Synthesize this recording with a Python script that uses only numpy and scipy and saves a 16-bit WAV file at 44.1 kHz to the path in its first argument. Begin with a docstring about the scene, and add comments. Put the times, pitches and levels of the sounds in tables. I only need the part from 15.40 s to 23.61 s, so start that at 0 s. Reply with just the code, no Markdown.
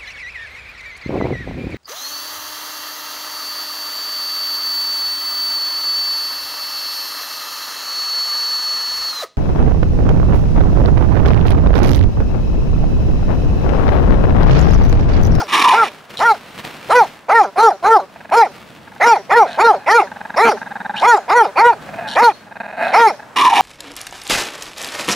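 """Dog barking on a beach

Close to the microphone, a dog in a hole it has dug barks at a second dog. Its vocal folds arch in pitch,
hoarse at the start, cracking at the top. Flapping throat tissue makes pulsing growls and two harsh snarls;
air hisses past the teeth. Paws scrape the sand now and then, over a faint breeze and distant surf."""
import sys
import numpy as np
from scipy import signal
from scipy.fft import rfft, irfft, next_fast_len
from scipy.io import wavfile
from scipy.ndimage import uniform_filter1d, minimum_filter1d, map_coordinates

SR = 44100
rng = np.random.default_rng(int(sys.argv[2]) if len(sys.argv) > 2 else 0)


def digitize_waveform(pressure):
    """Quantize a signal to 16-bit integers and store it at the path in sys.argv[1].

    Rows of a 2-D input are taken as channels; values are limited to [-1, 1].
    """
    field = np.atleast_2d(pressure).T
    bounded = np.clip(field, -1, 1)
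    quanta = np.round(bounded * 32767).astype(np.int16)
    wavfile.write(sys.argv[1], SR, quanta)


N = 362061
TIME = np.arange(N) / SR

# barks: start/s, lead-in/s, rise/s, time to collapse/s, start f/Hz, top f/Hz, sag/Hz,
# then offsets: level/dB, chest/dB, mouth/dB, edge/dB, treble/dB, tail/dB
BARKS = [(-.16, .002, 0.086, 0.19, 230, 464, 162, 3, 14, 23, -1, 13, -4),
         (.32, 0.0015, .066, 0.15, 319.4, 463.7, 118, -3, 0.5, 10, 4.5, -3, -2),
         (.798, 0.0086, 0.064, 0.16, 241.8, 474, 143, -1.5, -3, 9, -2, 4.5, -13),
         (1.494, 0.0044, 0.068, 0.17, 199.6, 501, 262.6, 0.5, 2, 1, -2, 3, -11.5),
         (1.886, 0.0041, .071, 0.17, 215, 467, 183.4, 0.5, 0, 2, -1, 0, 5.5),
         (2.171, .014, .07, 0.15, 353.2, 462.7, 168.5, 1.5, 5, 4, -8.5, 8, 3.5),
         (2.436, .012, .085, 0.17, 338.2, 460.2, 210.5, 1, 7, 6, -8, 5.5, 4),
         (2.913, 0.0035, .065, 0.16, 230, 471, 195, 0.5, -0.5, -2, -0.5, 0.5, -3.5),
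         (3.603, 0.0054, 0.074, 0.17, 235.6, 479.6, 149, 1.5, -0.5, 2, 2.5, -2, 2.5),
         (3.9, 0.0077, 0.071, 0.17, 259, 476, 258, 1, 5, 3, -0.5, -1.5, -1.5),
         (4.179, 0.0077, 0.078, 0.17, 255.2, 472.6, 203.3, 1, 5, 5.5, -4, 3, 6.5),
         (4.468, .008, .092, 0.16, 257, 475, 168.4, 1.5, 8, 11, 4, 0.5, 6.5),
         (4.965, .006, .086, 0.16, 225, 467.5, 81, 1, 8.5, 8, 4.5, 1.5, 7.5),
         (5.615, 0.0049, .074, .171, 223.4, 482.4, 163, 1.5, -4.5, 2, -1, -1, 2.5),
         (5.89, .012, 0.08, 0.17, 237.6, 486.4, 164, 0, 4, 3, 0, -1.5, 8),
         (6.166, 0.011, 0.09, 0.17, 265, 483.6, 29.8, 2.5, -0.5, 3, 1, -6.5, -5.5),
         (6.755, 0.0035, 0.082, 0.17, 214.7, 481, 122, 1.5, -0.5, 0.5, 0, -1.5, -20),
         (7.532, 0.0076, 0.075, 0.18, 246.6, 476.3, 140.6, 4, 0, -0.5, 2.5, -1.5, -4)]
# course of every bark: stage (0 start, 1 top, 2 collapse), level/dB, chest (fundamental)/dB,
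# mouth (open resonance)/dB, jaw (half-shut resonance)/dB, edge (upper overtones)/dB
BARK_COURSE = [(0, -14.5, -1, -20, -3, 10.5), (.22, -10, -4.5, 6.5, -1, 2.5), (.5, -9, -13, -2, -7, 0.5),
               (.75, -9.5, -15.5, -9, -16.5, -8), (1, -6, 0.5, 9, 19, 6), (1.35, -5.5, -9, 4.5, 5, -1),
               (1.6, -5, -9, -5.5, 1.5, -3.5), (1.69, -12.5, -5.5, -22, -4, -6.5),
               (1.79, -19.5, 4, 0, 5, 8), (1.97, -15, 4.5, 18, 16.5, 6.5), (2.14, -27, 11, 3, -4.5, 2),
               (2.6, -31.5, 10, -5, 7, -11)]
# the voice cracks into half and third pitch: start/s, end/s, depth (0-1)
CRACKS = [(.32, .476, 0.22), (2.16, 2.175, 0.5), (2.2, 2.238, 0), (2.461, 2.475, 0.36), (2.485, 2.54, 0.02),
          (3.656, 3.69, 0.35), (3.963, 3.985, 0.07), (4.262, 4.275, 0.3), (5.049, 5.094, 0.77),
          (5.66, 5.672, 0.1), (5.972, 5.999, 0.1), (6.266, 6.266, 0.85), (6.818, 6.842, 0.44),
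          (7.593, 7.615, 0.39)]
# response of the throat: f/Hz, level/dB
THROAT = [(250, -31), (450, 0), (850, 3), (1400, -9), (1800, -16.5), (2300, -18.5), (2850, -40),
          (3500, -27.5), (4300, -37.5), (5600, -34.5), (8000, -51), (10000, -46), (13000, -54.5),
          (15500, -61)]
# resonances and notches of the muzzle: f/Hz, width/Hz, level/dB
MUZZLE = [(600, 70, -3), (1120, 110, -3), (1620, 110, -5), (1980, 130, 2), (2230, 80, -3), (2560, 110, -5),
          (2830, 180, 5), (3700, 300, -6), (4350, 220, 5), (4780, 130, -4), (5080, 160, 4), (5450, 200, -3),
          (5920, 140, 2), (6800, 350, 3)]
# unbroken growls: start/s, peak/s, end/s, peak level/dB, swell/dB, ebb/dB
HELD_GROWLS = [(4.064, 4.09, 4.72, -28.5, 2, 21), (5.536, 5.594, 6.1, -25, 3, 32),
               (6.378, 6.67, 6.75, -24, 24, 3), (7.366, 7.429, 7.76, -13, 12.5, 26)]
# throbbing growls: first throb/s, last throb/s, throb length/s, first level/dB, last level/dB
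THROB_RUNS = [(2.765, 2.898, 0.011, -31.5, -29.5), (3.479, 3.565, 0.011, -34.5, -32.5),
              (4.677, 4.947, 0.012, -26.5, -21.5), (5.177, 5.551, 0.019, -24, -19.5),
              (6.492, 6.592, 0.014, -27, -23.5), (7.03, 7.211, 0.019, -43, -21),
              (7.251, 7.343, 0.036, -26.5, -28), (7.8, 7.83, 0.011, -29.5, -33)]
# the jaw while growling: t/s, opening (0-1)
JAW_OPENING = [(2.8, 0.35), (3.5, 0.9), (4.1, 0.2), (4.7, 0.9), (5.5, 1), (6.58, 0), (6.7, 0.9),
               (7.15, 0.72), (7.3, 0.32), (7.5, 0.1), (7.8, 0.6)]
# mouth resonances, jaw open and shut: f/Hz, width/Hz, level/dB
OPEN_MODES = [(206, 47, -8), (840, 58, 5), (1603, 139, -1.5), (2300, 210, -26), (3100, 210, -59),
              (3650, 144, -11.5)]
SHUT_MODES = [(238, 26, 0.5), (707, 83, 19), (1550, 750, 4), (1880, 120, -41), (2484, 93, 6),
              (3900, 400, -52)]
# soft lips swallow the growl's treble: f/Hz, level/dB
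LIPS = [(2400, -0.5), (3200, -16.5), (4300, -8), (5500, -20), (9000, -8)]
# surges of snarling: start/s, length/s, ring f/Hz at start, middle and end, ring/dB, swell/dB, rasp/dB
SNARL_SURGES = [(0.082, 0.032, 1075, 1090, 1110, -33, 0, -24.5),
                (.125, 0.1, 1087, 1100, 1073, -14.5, -6, -12.5),
                (.238, 0.11, 1077, 1030, 917, -7.5, -3, -17), (0.354, 0.13, 940, 950, 910, -42, -13, -27),
                (7.964, .122, 1031, 1110, 965, -9.5, 9, -16), (8.093, 0.02, 920, 903, 866, -18.5, 4, -27),
                (8.123, 0.018, 870, 850, 840, -7, -7.5, -22), (8.149, 0.081, 874, 850, 800, -9, 11, -15.5)]
# throat resonances of the rasp: f/Hz, width/Hz, level/dB
RASP_MODES = [(323, 420, -0.5), (990, 405, 5.5), (1767, 380, 4), (2215, 113, 3), (2830, 66, 4.5),
              (3460, 173, 3), (5050, 720, -8), (5410, 400, -32), (7420, 330, -23.5), (10040, 1300, -18),
              (12800, 5200, -31)]
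# hisses through bared teeth: start/s, length/s, level/dB
HISSES = [(.77, 0.038, -29), (4.07, .1, -39), (5.56, 0.065, -32.5), (6.675, 0.087, -30),
          (7.42, 0.15, -40.5)]
# spectrum of air at the teeth: f/Hz, level/dB
TEETH = [(1000, -14), (2400, -20), (3000, 6), (4200, 5), (4800, -6), (5800, -7.5), (7000, -13.5),
         (10000, -17), (15000, -34)]
# thin rising whistle in one hiss: t/s, f/Hz, level/dB
WHISTLE = [(5.563, 2490, -24), (5.576, 2850, -29), (5.586, 3320, -24), (5.605, 3600, -37)]
# paw strokes: t/s, peak level/dB, decay/(dB/s)
PAW_STROKES = [(0.704, -33.5, 350), (.742, -33, 150), (.79, -31.5, 62), (1.15, -35, 250),
               (1.193, -30.5, 351), (1.249, -28, 123), (1.48, -35, 63), (3.118, -39, 44), (6.42, -39.5, 33),
               (6.95, -44.5, 90)]
# loose sand sliding back into the hole: t/s, level/dB
TRICKLE = [(.5, -39.5), (.66, -48), (1.1, -40.5), (1.65, -35), (1.85, -51), (3, -48), (3.5, -45.5),
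           (6.3, -54), (7.1, -60)]
# spectra of sand, breeze and surf: f/Hz, level/dB
SAND = [(60, -10.5), (150, 3), (400, 0), (1000, -2), (2600, -3.5), (4000, -9), (6500, -18.5), (9000, -21.5),
        (15000, -25)]
BREEZE = [(20, -43), (60, -8), (130, 1.5), (220, 4.5), (400, -7.5), (800, -6), (2000, -43)]
SURF = [(200, -18), (500, 7), (850, 6.5), (1600, 3), (2600, -7.5), (4500, -15), (8000, -19), (15000, -29)]
# background on the shore: t/s, breeze level/dB, surf level/dB
SHORE_LEVELS = [(0, -55, -47.5), (1.8, -55.5, -47), (3.3, -44.5, -47.5), (4.8, -48.5, -40.5),
                (6.1, -52.5, -40.5), (6.55, -36.5, -38), (7, -49, -46.5), (8.21, -47, -42.5)]
# sound thrown back by the rim of the hole: f/Hz, level/dB
RIM_SCATTER = [(200, -40), (900, -23), (2000, -14), (4000, -5), (9000, -9), (15000, -12)]
# left microphone over the right: f/Hz, level/dB
MIC_BALANCE = [(200, .3), (400, -.4), (750, 0), (1300, -1), (2400, -2.5), (4400, -1), (8000, .5)]
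# left microphone ahead of the right: f/Hz, phase/rad
MIC_PHASE = [(200, 0.051), (1000, 0.17), (4000, 0), (15000, 0)]

ATTACK_S, TAIL_S = .011, .055  # the voice swells in; it trails on after the collapse
LEAD_IN_DB, LEAD_IN_DULL_DB = -12.5, -12  # how soft and how dull it first stirs
SLACK_HZ, COLLAPSE_S = 195, .01  # pitch of the slack folds, and how fast it drops there
JAW_HZ, JAW_WIDTH_HZ = 800, 81  # resonance of the half-shut mouth
TOP_HZ = 15750  # band limit


def bark(row, ripple_db=7, tongue_hz=6.35, hoarse_db=-27, onset_hoarse_db=-12, fizz_db=-12, onset_s=.058):
    """One close bark: vocal-fold harmonics and turbulent air, shaped by throat and mouth."""
    t, pitch, db, chest, mouth, jaw, edge, treble_db = bark_controls(row)
    size, age = len(t), t - row[0]
    onset = np.exp(-(age / onset_s) ** 2)  # the folds need a moment to lock
    crack = sum(depth * gate(start, end, t) for start, end, depth in CRACKS)
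    jitter = .003 + .02 * onset + .035 * crack
    pitch = pitch * (1 + jitter * wobble(500, size) + .007 * wobble(60, size))
    phase = 2 * np.pi * np.cumsum(pitch) / SR
    k = np.arange(1, 33)[:, None]
    hz = k * pitch
    # tongue and lips form narrow, moving resonances that the upper harmonics slide through
    shape = lambda: np.interp(hz, np.linspace(0, TOP_HZ, 60), rng.standard_normal(60))
    turn = 2 * np.pi * tongue_hz * age
    ripple = np.cos(turn) * shape() + np.sin(turn) * shape()
    # each harmonic flutters on its own, most where the folds are slack
    flutter_db = np.interp(pitch, [280, 440], [4.5, 2]) * np.array([wobble(55, size) for _ in k])
    tract_db = along(THROAT, hz) + mouth * bell(hz, 1420, 280) + jaw * bell(hz, JAW_HZ, JAW_WIDTH_HZ)
    tract_db += sum(gain_db * bell(hz, centre, width) for centre, width, gain_db in MUZZLE)
    tract_db += edge * np.interp(hz, [1500, 2100], [0, 1]) + treble_db * np.interp(hz, [2800, 3600], [0, 1])
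    tract_db += np.interp(pitch, [290, 440], [-4.5, 1]) * (hz > 2800)  # the jaw opens with the pitch
    gains = amp(tract_db + chest * (k == 1) + ripple_db * ripple * (hz > 1700) + flutter_db) * (hz < TOP_HZ)
    rms = np.sqrt(np.sum(gains ** 2, axis=0) / 2)
    slack = np.clip((400 - pitch) / 150, 0, 1) * (1 - onset)  # slack folds lose overtones
    rolloff = amp(along([(5000, 0), (8000, -2), (14000, -1)], hz) - 10 * slack * (k > 3) * (hz < 2800))
    # the throat delays each higher harmonic more, and scatters those above the fourth
    lag = np.where(k > 4, rng.uniform(0, 2 * np.pi, k.shape), np.pi / 2 * k ** 2)
    voice = np.sum(gains * rolloff * np.cos(k * phase - lag), axis=0) / rms
    shimmer = .04 * wobble(400, size)
    subharmonics = .7 * np.cos(phase / 2) + .55 * wobble(150, size) * np.cos(phase / 3)
    voice *= 1 + shimmer + crack * subharmonics
    hoarse, fizz = breath(phase, np.mean(edge))
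    treble_share = np.sqrt(np.sum((gains * np.clip(hz / 1000 - 2.5, 0, 1)) ** 2, axis=0) / 2) / rms
    voice += (amp(hoarse_db) + amp(onset_hoarse_db) * onset + .31 * crack) * hoarse
    voice += amp(fizz_db) * treble_share * fizz
    start = round(t[0] * SR)
    fades = np.clip((t - t[0]) / .004, 0, 1) * np.clip((t[-1] - t) / .02, 0, 1)
    return np.pad(voice * amp(db) * fades, (start, N - start - size))


def bark_controls(row):
    """Times, pitch and levels of a bark: the pitch arches, sags, then collapses as the air runs out."""
    start, lead, rise, length, start_hz, top_hz, sag_hz, db, chest, mouth, edge, treble_db, tail_db = row
    t = TIME[max(0, int((start - lead) * SR)):int((start + length + TAIL_S) * SR)]
    age = t - start
    climb = np.clip(age / rise, 0, 1)
    fall = np.maximum(age - rise, 0) / (length - rise)
    arch = top_hz - (top_hz - start_hz) * (1 - climb) ** 2 - sag_hz * fall ** 2
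    pitch = SLACK_HZ + (arch - SLACK_HZ) / (1 + np.exp((age - length) / COLLAPSE_S))
    course_db, course_chest, course_mouth, jaw, course_edge = curves(BARK_COURSE, climb + fall)
    stirring = np.interp(age, [-lead, ATTACK_S], [1, 0])
    trailing = np.interp(fall, [.75, 1.1], [0, 1])
    db = course_db + db + LEAD_IN_DB * stirring + tail_db * trailing
    chest = course_chest + chest * climb * (1 - trailing)
    mouth = course_mouth + mouth * climb * (1 - trailing)
    edge = course_edge + edge + LEAD_IN_DULL_DB * stirring
    return t, pitch, db, chest, mouth, jaw, edge, treble_db


def breath(phase, edge_db):
    """Air puffs through the folds once a cycle: a hoarse midrange and a high fizz."""
    puffs = lambda: rng.standard_normal(len(phase)) * (1 + .5 * np.cos(phase))
    hoarse = coloured(puffs(), [(150, -22), (450, -7), (850, 0), (1150, -7), (1400, -3), (1650, -10),
                                (2100, -6 + edge_db), (2400, -9 + edge_db), (2900, -24), (6000, -45)])
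    tilt = [(2000, -30), (2800, -7), (5000, -4), (8000, 7), (13000, 11)]
    fizz = unit(filtered(puffs(), lambda hz: amp(along(THROAT, hz) + along(tilt, hz))))
    return hoarse, fizz


def growl():
    """Low flapping of the throat, throbbing or unbroken; the jaw blends open and shut resonances."""
    opening = np.clip(curves(JAW_OPENING)[0], 0, 1)
    def mouth(x):
        return np.sqrt(opening) * resonate(x, OPEN_MODES) + np.sqrt(1 - opening) * resonate(x, SHUT_MODES)
    buzz = flaps(rate=208, scatter=.1, air=.2)
    rattle = flaps(rate=240, scatter=.22, air=.5)
    held = sum(amp(db - np.interp(TIME, [start, peak, end], [swell, 0, ebb])) * gate(start, end)
               for start, peak, end, db, swell, ebb in HELD_GROWLS)
    return equalise(throbs() * mouth(buzz) + held * mouth(rattle), LIPS)


def throbs(period_s=.0455):
    """Envelope of evenly spaced throbs, each run steadily swelling or fading."""
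    rows = []
    for first, last, length, first_db, last_db in THROB_RUNS:
        count = round((last - first) / period_s) + 1
        run = np.linspace((first, first_db), (last, last_db), count)
        rows += [(centre - length / 2, length, db) for centre, db in run]
    return bursts(rows)


def snarl(unsteady=.99, rasp_yield=.13, ramp_s=.013, drop_db=15, release_db_per_s=190):
    """Chaotic flapping rings one mouth resonance over a throaty rasp, which yields as the ring swells."""
    out = np.zeros(N)
    source = flaps(rate=260, scatter=.3, air=2) + .8 * rng.standard_normal(N)
    rasp = coloured(resonate(source, RASP_MODES), [(120, -20), (260, 5)])
    rasp = unit(rasp * amp(2.5 * wobble(90)))
    swing = wobble(260) + 1j * wobble(260)
    swing = swing / (unsteady + np.abs(swing))  # the ringing saturates
    for start, length, start_hz, mid_hz, end_hz, ring_db, swell_db, rasp_db in SNARL_SURGES:
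        age = TIME - start
        progress = np.clip(age / length, 0, 1) - .5
        hz = np.interp(progress, [-.5, 0, .5], [start_hz, mid_hz, end_hz])
        ring = unit(np.real(swing * np.exp(2j * np.pi * np.cumsum(hz) / SR)))
        after = np.maximum(age - length, 0)
        release_db = drop_db * np.minimum(after / ramp_s, 1) + release_db_per_s * after
        envelope = np.clip(age / ramp_s + .5, 0, 1) * amp(-release_db)
        swell = swell_db * progress
        out += envelope * (amp(ring_db + swell) * ring + amp(rasp_db - rasp_yield * swell) * rasp)
    return out


def hiss():
    """Rattling air forced past the teeth; once it catches in a whistle."""
    air = coloured(flaps(rate=200, scatter=.4, air=3), TEETH)
    hz, db = curves(WHISTLE)
    whistle = unit(np.sin(2 * np.pi * np.cumsum(hz * (1 + .08 * wobble(900))) / SR))
    return bursts(HISSES) * air + amp(db) * whistle * gate(WHISTLE[0][0], WHISTLE[-1][0])


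def flaps(rate, scatter, air, spread_db=2, puff_s=.002):
    """Loose throat tissue slaps unevenly, rate times a second, each slap with a puff of air."""
    count = int(N / SR * rate)
    at = (np.arange(count) + scatter * rng.standard_normal(count)) * SR / rate
    slaps = np.bincount(np.clip(at, 0, N - 1).astype(int), amp(spread_db * rng.standard_normal(count)), N)
    puffs = signal.lfilter([1], [1, -np.exp(-1 / (puff_s * SR))], slaps) * rng.standard_normal(N)
    return unit(unit(slaps) + air * unit(puffs))


def digging(grit=.89, grains_per_s=900, rise_db_per_s=900):
    """Sand, pushed by paws or trickling back: a dense rush with single grains ticking in it."""
    grains = rng.standard_normal((3, N)) * (rng.random((3, N)) < grains_per_s / SR)
    grains *= amp(5 * rng.standard_normal((3, N)))
    both, *sides = coloured(rng.standard_normal((3, N)) + grit * unit(grains), SAND)
    strokes = [amp(db - np.maximum(rise_db_per_s * (at - TIME), decay * (TIME - at)))
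               for at, db, decay in PAW_STROKES]
    envelope = np.linalg.norm(strokes + [amp(curves(TRICKLE)[0])], axis=0)
    return unit(both + .45 * np.array(sides)) * envelope * amp(1.5 * wobble(40))


def beach_echo(x, echo_s=.084, echo_t60=.37, rim_t60=.021):
    """The rim of the hole scatters the treble at once; the slope of the beach returns a faint echo."""
    t = TIME[:SR // 2]
    def reflect(envelope):
        tail = rng.standard_normal((2, len(t))) * envelope
        tail /= np.linalg.norm(tail, axis=1, keepdims=True)
        return signal.fftconvolve(x[None], tail, axes=1)[:, :N]
    rim = equalise(reflect(amp(-60 * t / rim_t60)), RIM_SCATTER)
    slope = reflect(amp(-60 * np.abs(t - echo_s) / echo_t60))
    slope = equalise(slope, [(300, 7), (900, -37), (4000, 10), (12000, 8)])
    direct = equalise(x, [(2000, -1.13), (5000, -1.18)])
    return direct + rim + amp(-29) * slope


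def shore(width=.58):
    """Breeze and distant surf, much alike at both microphones."""
    def wash(spectrum):
        both, *sides = coloured(rng.standard_normal((3, N)), spectrum)
        return unit(both + width * np.array(sides))
    breeze_db, surf_db = curves(SHORE_LEVELS)
    breeze = amp(breeze_db + .56 * wobble(46)) * wash(BREEZE)
    surf = amp(surf_db + wobble(3.28)) * wash(SURF)
    return breeze + surf


def amp(db):
    """Decibels to gain."""
    return 10 ** (np.asarray(db) / 20)


def unit(x):
    """Scale to rms 1."""
    return x / np.sqrt(np.mean(x ** 2) + 1e-20)


def bell(hz, centre, width):
    """A Gaussian bump of height 1."""
    return np.exp(-((hz - centre) / width) ** 2)


def along(points, hz):
    """Interpolate (f/Hz, value) points on a log axis."""
    f, values = np.transpose(points)
    return np.interp(np.log(hz + 1), np.log(f + 1), values)


def curves(rows, t=TIME):
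    """Each column after the first, interpolated at t."""
    knots, *columns = np.transpose(rows)
    return [np.interp(t, knots, column) for column in columns]


def gate(start, end, t=TIME, fade_s=.0039):
    """1 from start to end, with short ramps."""
    return np.clip(np.minimum(t - start, end - t) / fade_s + .5, 0, 1)


def bursts(rows):
    """Envelope of (start/s, length/s, level/dB) rows."""
    return sum(amp(db) * gate(start, start + length) for start, length, db in rows)


def wobble(rate, size=N):
    """A smooth random curve, rate knots a second."""
    knots = rng.standard_normal(int(size * rate / SR) + 4)
    return map_coordinates(knots, [np.arange(size) * rate / SR], order=2)


def filtered(x, response):
    """x through a frequency response."""
    size = next_fast_len(x.shape[-1] + 8192)
    return irfft(rfft(x, size) * response(np.fft.rfftfreq(size, 1 / SR)), size)[..., :x.shape[-1]]


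def equalise(x, spectrum):
    """x through a (f/Hz, level/dB) curve."""
    return filtered(x, lambda hz: amp(along(spectrum, hz)))


def coloured(x, spectrum):
    """x equalised, at rms 1."""
    return unit(equalise(x, spectrum))


def resonate(x, modes):
    """x through (f/Hz, width/Hz, level/dB) resonances, at rms 1."""
    peak = lambda hz, centre, width: 1j * hz * width / (centre ** 2 - hz ** 2 + 1j * hz * width)
    response = lambda hz: sum(amp(db) * peak(hz, centre, 2 * width) ** 2 for centre, width, db in modes)
    return unit(filtered(x, response))


def scene():
    """The dog close to a stereo microphone on the open beach, sand underfoot, surf far off."""
    dog = sum(bark(row) for row in BARKS) + growl() + snarl() + hiss()
    side = np.array([[.5], [-.5]])
    mics = lambda hz: amp(side * along(MIC_BALANCE, hz)) * np.exp(1j * side * along(MIC_PHASE, hz))
    return filtered(beach_echo(dog), mics) + digging() + shore()


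def record(dry, ceiling=.88):
    """A fast limiter behind the microphone holds the peaks; nothing passes above the band limit."""
    needed = np.minimum(1, ceiling / (np.abs(dry).max(axis=0) + 1e-9))
    gain = uniform_filter1d(minimum_filter1d(needed, size=129), size=129)
    return filtered(dry * gain, lambda hz: hz < TOP_HZ)


dry = scene()
out = record(dry)
digitize_waveform(out)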